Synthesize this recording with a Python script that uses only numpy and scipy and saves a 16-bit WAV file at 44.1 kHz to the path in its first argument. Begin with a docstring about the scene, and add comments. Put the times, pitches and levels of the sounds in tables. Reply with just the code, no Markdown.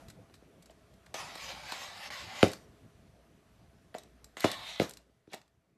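"""A faint hum, rumble and hiss are heard first, from filtered noise with a wavering sine whine. A cat in a
plastic cone collar walks over a tiled floor toward the listener: the fasteners tick (resonant noise bursts),
the rim knocks where it catches on a joint (dispersed bending-wave pulses and a clack), a paw thuds softly once,
and it slides on the tiles (patchy noise through the sheet's modes). A small hard room answers the collar with a
decaying noise tail."""
import sys
import numpy as np
from scipy import signal
from scipy.fft import rfft, irfft, next_fast_len
from scipy.io import wavfile
from scipy.ndimage import uniform_filter1d, map_coordinates

SR = 44100
rng = np.random.default_rng(int(sys.argv[2]) if len(sys.argv) > 2 else 0)


def output_pcm(signal):
    """Save a mono or channel-first signal as 16-bit PCM at the path in sys.argv[1].

    Samples are clipped to [-1, 1] before scaling.
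    """
    pcm = np.clip(np.atleast_2d(signal).T, -1, 1) * 32767
    wavfile.write(sys.argv[1], SR, np.round(pcm).astype(np.int16))


N = 254456

# Reverberation of the small hard room: (f/Hz, decay time t60/s)
ROOM_DECAY = [(100, 0.32), (300, 0.25), (800, .25), (2000, .25), (10000, 0.18)]
# Room tone spectrum: (f/Hz, relative density/dB per Hz)
AIR_SPECTRUM = [(26, -17.5), (45, -8), (86, -1.5), (165, -2), (372, -8.5), (400, -11), (560, -13),
                (647, -13), (928, -21), (1020, -20), (4420, -32), (6040, -35), (14000, -39.5)]
# Room tone through time: (t/s, level/dB)
AIR_LEVEL = [(0, -52), (.13, -59), (.5, -60.5), (1.05, -59.5), (1.2, -56.5), (1.35, -59), (2.7, -58.5),
             (3.2, -61.5), (4.3, -61.5), (4.9, -61.5), (5.1, -68), (5.77, -73)]
# Wavering hum tones: (f/Hz, width/Hz, level over the rumble/dB)
HUM_TONES = [(59.6, 3.1, -8.5), (179, 14, -14.5), (419, 16, -15.5), (659.6, 55, -13.5)]
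# Fastener ticks: (t/s, peak level before the room/dB, spectral tilt/dB per octave)
TICKS = [(0.0827, -44.5, -6), (0.099, -40, -5.5), (0.3398, -45, -7), (0.3514, -51, -4.5),
         (0.623, -49.5, -4), (0.6577, -47.5, -6), (0.706, -51, -5), (0.9378, -54.5, -5.5),
         (1.061, -48, -10), (1.1413, -28, -8.5), (1.3532, -33, -7), (1.7195, -24, -9), (2.4804, -34, -4.5),
         (2.5165, -33, -3.5), (2.5324, -29, -5.5), (3.9828, -35.5, -4), (3.9914, -49.5, -3.5),
         (4.0337, -44.5, -4), (4.2431, -35.5, -3), (4.397, -34.5, -4.5), (4.4049, -25.5, -5),
         (4.4283, -37, -7), (4.515, -24, -7), (4.8294, -36.5, 1.5), (4.844, -44, -3), (4.8674, -51, 3),
         (4.894, -34, 3), (4.9086, -36.5, -4.5), (4.9355, -38, -4), (4.9705, -38, -5), (5.3165, -54, -2),
         (5.3319, -30.5, -9), (5.343, -35.5, -6), (5.375, -55, 1), (5.4147, -50.5, -10), (5.4778, -58, -7)]
# Ticks smear less as the cat comes near: (t/s, decay time t60/s)
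TICK_DECAY = [(0, .045), (2.5, .018)]
# Resonances of the fastener studs: (f/Hz, width/Hz, level/dB)
STUD_MODES = [(1780, 2200, -13.5), (3970, 730, 1.5), (5500, 2400, -3), (7950, 990, 3), (12050, 2500, -3)]
# Rim knocks, and a soft paw thud at 5.093 s: (t/s, thump peak level/dB, clack over thump/dB, body pitch ratio
# with 1 = usual,
KNOCKS = [(0.297, -50.5, -4, 0.94, -16, -19), (0.422, -45.5, -25, 0.74, -10, -8),
          (0.697, -42.5, -7, 1.02, 8, -3), (1.066, -51, 3, 1.23, -10, -13), (1.142, -27, 0, 1.09, 13, -7),
          (1.356, -37, -13, 1.3, -29, -5), (1.722, -26.5, -3.5, 1.42, 12, -5),
          (2.103, -45, 14.5, 0.92, -3, -6.5), (2.429, -1.5, -3, 0.82, -6.5, -10),
          (3.943, -38.5, 4, 0.86, 7, -11), (3.948, -25, -7, 1.04, 12.5, -11),
          (3.978, -45, -12.5, 1.1, -9.5, -3), (4.369, -35, 5, 1.2, -1.5, -6),
          (4.4422, -12.5, -12, 1.9, -12, -10), (4.4436, -8, -12, 0.96, -12, 4),
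          (4.798, -10.5, -6, 0.88, -8, -9), (4.816, -17.5, -33, 0.82, -33, -7),
          (5.093, -56, -30, 0.53, -12, -12), (5.274, -42.5, -14, 0.6, -1.5, -7),
          (5.322, -45, -12, 1.03, 3, -5), (5.334, -38.5, -4, 1.13, -5.5, -5),
          (5.339, -30.5, 0.5, 1.08, 5, 6), (5.365, -49.5, -8, 1.17, 2, 2)]
# Spectrum of the cone's thump at pitch ratio 1: (f/Hz, relative density/dB per Hz)
BODY_SPECTRUM = [(40, -40.5), (75, -18), (110, -3.5), (200, -0.5), (330, 1), (600, 0), (900, -6),
                 (1300, -18), (2000, -31), (4000, -66)]
# Resonances of the rim's clack: (f/Hz, width/Hz, level/dB)
EDGE_MODES = [(1450, 1300, -5), (2150, 500, 1), (3000, 600, -5.5), (4500, 1100, -12.5), (8400, 710, -26)]
# Later arrivals of the bending wave: (path/laps round the cone, level before scatter and lap loss/dB)
LAP_ARRIVALS = [(1.01, -7), (1.32, -11), (1.95, -16.5), (2.4, -21), (3.049, -20.5), (4.2, -21)]
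# Sheet resonances under the rim, four bands of a slide: (f/Hz, width/Hz, level/dB)
SCRAPE_MODES = [(1470, 300, -8.5), (1935, 360, -1), (2270, 460, -1.5), (2974, 550, -5)]
RASP_MODES = [(3370, 500, -0.23), (3958, 650, -0.77)]
WHISTLE_MODES = [(4400, 830, -0.67), (5210, 620, -1.8)]
GROWL_MODES = [(573, 130, 1.5), (790, 170, 3.5), (1149, 380, -2)]
# Grit on the glaze: (f/Hz, relative density/dB per Hz)
GRIT_SPECTRUM = [(3290, -31), (5600, -1.5), (7300, -4), (9620, -13.5), (12400, -12), (13400, -17.5),
                 (14000, -61.5)]
# Strokes of the rim, swelling with each step; per stroke, rows of (t/s, scrape level/dB, rasp over scrape/dB)
STROKES = [
    [(1.146, -46.5, -3), (1.25, -46, -7.5), (1.36, -51, -6), (1.45, -44.5, -7.5), (1.5, -45.5, -1),
     (1.6, -52, -5.5), (1.7, -45, -2.5), (1.78, -44.5, -2), (1.93, -51, -3), (2.04, -45, -8),
     (2.075, -50.5, -5), (2.091, -57, -1)],
    [(2.104, -47.5, -3), (2.13, -44, -7.5), (2.19, -45, -3), (2.27, -52, -2), (2.39, -42.5, -8.5),
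     (2.428, -43, -4.5)],
    [(4.37, -42, -10), (4.395, -52.5, -5), (4.435, -40, -10), (4.47, -49, 0), (4.545, -44.5, 0),
     (4.565, -54, 5.5), (4.615, -53, 2), (4.69, -44.5, 2), (4.8, -54.5, 8.5), (4.86, -83, 18)],
    [(5.3, -78.5, 7), (5.322, -61, -5), (5.336, -44, -24), (5.37, -81, 9), (5.38, -74, 0)],
]
# Other bands per stroke, over its mean scrape level: (whistle level/dB, grit level/dB, growl level/dB)
STROKE_MIXES = [(-5.5, -6.5, -1.5), (-5.5, -8.5, -2), (-12.5, -7, -1.5), (-7.5, -14, -8)]
# How far each band follows the swells, 1 = fully: (whistle, grit, growl)
FOLLOWS = (0.58, 1, .3)
# Skid after a knock, bands over the scrape: (rasp level/dB, whistle level/dB, grit level/dB, growl level/dB)
SKID_MIX = (-2.5, -5, -1, 3)

HIGH_DB, WHINE_HZ = -8, 5940  # hiss over rumble; mean frequency of the whine
LAP_S = .0094  # travel time of a bending wave once round the cone
WANDER_DB, WANDER_RATE = -1, 12  # independent drift of whistle, grit and growl; knots per second
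SKID_DB, SKID_FADE_DB_PER_S = -35.5, 191.5  # skid scrape over the knock's thump; its fade
LAND_S, LIFT_S = .0016, .008  # the rim lands at once and lifts off more gently
TOP_HZ = 14357  # upper band limit


def amp(db):
    """Logarithmic level: decibels become an amplitude ratio."""
    return 10 ** (np.asarray(db) / 20)


def unit(x):
    """Normalisation: scales x to unit rms."""
    return x / np.sqrt(np.mean(x ** 2) + 1e-20)


def along(points, hz):
    """Logarithmic pitch scale: interpolates (f/Hz, value) points over log frequency."""
    f, v = np.transpose(points)
    return np.interp(np.log(hz + 1), np.log(f + 1), v)


def curves(rows):
    """Envelope interpolation: one value per sample for each column after the time."""
    s, *cols = np.transpose(rows)
    return [np.interp(np.arange(N) / SR, s, c) for c in cols]


def wobble(rate):
    """Slow random modulation: a smooth curve through random knots, rate knots per second."""
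    knots = rng.standard_normal(int(N * rate / SR) + 4)
    return map_coordinates(knots, [np.arange(N) * rate / SR])


def filtered(x, response):
    """Linear filtering: the spectrum of x times a complex response of frequency."""
    m = next_fast_len(len(x) + 8192)
    return irfft(rfft(x, m) * response(np.fft.rfftfreq(m, 1 / SR)), m)[:len(x)]


def modes(table, f):
    """Modal superposition: causal resonances (f/Hz, width/Hz, level/dB) summed with alternating sign."""
    return sum((-1) ** k * amp(db) * 1j * f * w / (c * c - f * f + 1j * f * w)
               for k, (c, w, db) in enumerate(table))


def patchy(depth_db, size=512, count=5):
    """Intermittent noise: its strength varies in random patches of time and frequency."""
    z = signal.stft(rng.standard_normal(N), nperseg=size)[2]
    field = uniform_filter1d(rng.standard_normal(z.shape), size=count, axis=0)
    field = uniform_filter1d(field, size=12, axis=1)
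    return signal.istft(z * amp(depth_db * unit(field)), nperseg=size)[1][:N]


def add(out, s, x):
    """Superposition: mixes x into out from time s."""
    part = out[max(round(s * SR), 0):][:len(x)]
    part += x[:len(part)]


def room(x):
    """Reverberation: each frequency decays at its own rate, with a new random answer at every call."""
    hz, t, z = signal.stft(rng.standard_normal(SR // 3), SR, nperseg=256)
    t60 = np.maximum(along(ROOM_DECAY, hz), .05)[:, None]
    tail = signal.istft(z * amp(-60 * t / t60), SR, nperseg=256)[1]
    delayed = np.pad(x, (round(.003 * SR), 0))  # the answer starts 3 ms late
    return signal.fftconvolve(delayed, tail / np.linalg.norm(tail))[:len(x)]


def room_tone():
    """Stationary noise and narrow resonance: rumble with wavering appliance tones, and hiss with a whine."""
    low_db, = curves(AIR_LEVEL)
    split = lambda f: 1 / (1 + (f / 1100) ** 4)  # share of power given to the rumble
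    low = unit(filtered(patchy(depth_db=3.5), lambda f: amp(along(AIR_SPECTRUM, f)) * np.sqrt(split(f))))
    high = unit(filtered(patchy(depth_db=1.2), lambda f: amp(along(AIR_SPECTRUM, f)) * np.sqrt(1 - split(f))))
    hum = sum(amp(db) * unit(filtered(rng.standard_normal(N), lambda f: modes([(hz, w, 0)], f) ** 2))
              for hz, w, db in HUM_TONES)
    whine_hz = WHINE_HZ + 8 * wobble(40)
    whine = amp(1.5 * wobble(25)) * np.sin(2 * np.pi * np.cumsum(whine_hz) / SR)
    rumble = amp(low_db + 1.2 * wobble(8.0)) * (low + hum)
    return rumble + amp(low_db + HIGH_DB) * (high + amp(-17) * whine)


def ticks():
    """Resonant filtering: each tick is a short noise burst through the studs' resonances."""
    out, t = np.zeros(N), np.arange(SR // 4) / SR
    for s, db, tilt_db in TICKS:
        octaves = lambda f: np.log2(np.clip(f, 1500, None) / 6000)
        colour = lambda f: modes(STUD_MODES, f) * amp(tilt_db * octaves(f))
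        t60 = max(np.interp(s, *np.transpose(TICK_DECAY)), .008)
        envelope = amp(-60 * t / t60) * (1 - np.exp(-t / 0.00069)) ** 2
        burst = filtered(rng.standard_normal(len(t)), colour) * envelope
        burst = amp(db) * burst / np.abs(burst).max()
        add(out, s, burst + amp(-11.5) * room(burst))
    return out


def bend(f, far):
    """Bending-wave dispersion: high pitch runs faster, so a pulse becomes a quick falling chirp."""
    phase = np.sqrt(f + 150) - np.sqrt(150) - f / (2 * np.sqrt(6000))  # no added delay at 5850 Hz
    return np.exp(-4j * np.pi * .13 * far * phase)


def knocks():
    """Impact and dispersion: a falling thump comes round the cone again, with a clack of the rim."""
    out, t = np.zeros(N), np.arange(SR // 3) / SR
    for s, db, clack_db, pitch, low_db, high_db in KNOCKS:
        scatter_db = rng.normal(0, 1.0, len(LAP_ARRIVALS))

        def laps(f, loss_db):
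            """Circulating waves: the direct wave plus delayed, further dispersed arrivals."""
            return 1 + sum(amp(g + e + loss_db) * np.exp(-2j * np.pi * f * n * LAP_S) * bend(f, 0.029 * n)
                           for (n, g), e in zip(LAP_ARRIVALS, scatter_db))

        rings = [(640 * pitch, 130, low_db), (1150 * pitch, 300, high_db)]
        body = lambda f: amp(along(BODY_SPECTRUM, f / pitch)) * (1.0 + modes(rings, f))
        impulse = 1. * (t == 0)
        thump = filtered(impulse, lambda f: body(f) * bend(f, 1 / np.sqrt(pitch)) * laps(f, loss_db=-3.0))
        chatter = amp(-60 * t / .012) * rng.standard_normal(len(t))  # the rim meets the tile at many points
        clack = filtered(chatter, lambda f: modes(EDGE_MODES, f) * laps(f, loss_db=-10))
        both = thump / np.abs(thump).max() + amp(clack_db) * clack / np.abs(clack).max()
        add(out, s, amp(db) * (both + amp(-13.5) * room(both)))
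    return out


def slides():
    """Friction excitation: dense grit drives the sheet's modes, their balance shifting as contact wanders."""
    grit = amp(0.7 * wobble(150) + 1.1 * wobble(30))
    rub = lambda colour: unit(filtered(grit * patchy(depth_db=3.0, size=1024, count=3), colour))
    # a broad resonance at each table's second mode narrows the band
    scrape, rasp, whistle = [rub(lambda f: modes(table, f) * modes([(table[1][0], 3500, 0)], f))
                             for table in (SCRAPE_MODES, RASP_MODES, WHISTLE_MODES)]
    hiss = unit(filtered(grit * patchy(depth_db=3.5), lambda f: amp(along(GRIT_SPECTRUM, f))))
    growl = rub(lambda f: modes(GROWL_MODES, f) / (1 + (480 / (f + 1)) ** 4))
    others = np.array([x * amp(WANDER_DB * wobble(WANDER_RATE)) for x in (whistle, hiss, growl)])
    out, t = np.zeros(N), np.arange(N) / SR
    for stroke, mix_db in zip(STROKES, STROKE_MIXES):
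        db, rasp_db = curves(stroke)
        start, end = stroke[0][0], stroke[-1][0]
        mean_db = db[(t > start) & (t < end)].mean()
        touch = np.clip(np.minimum((t - start) / LAND_S, (end - t) / LIFT_S) + 1, 0, 1)
        others_db = mean_db + np.array(mix_db)[:, None] + np.outer(FOLLOWS, db - mean_db)
        main = amp(db) * (scrape + amp(rasp_db) * rasp)
        out += touch * (main + (amp(others_db) * others).sum(axis=0))
    # the rim skids on after each knock
    skid = sum((t > s) * amp(db + SKID_DB - SKID_FADE_DB_PER_S * np.abs(t - s)) for s, db, *_ in KNOCKS)
    out += skid * (scrape + amp(SKID_MIX) @ [rasp, *others])
    return out + amp(-15.5) * room(out)


def scene():
    """Superposition of sources: the room tone and the collar's ticks, knocks and slides."""
    return (room_tone() + ticks() + knocks() + slides())[None]


def record(dry):
    """Band limiting: the treble fades steeply above 13 kHz and nothing remains from TOP_HZ up."""
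    fade = [(13150, -2.5), (13300, -37)]  # (f/Hz, level/dB)
    return filtered(dry[0], lambda hz: (hz < TOP_HZ) * amp(along(fade, hz)))[None]


dry = scene()
out = record(dry)
output_pcm(out)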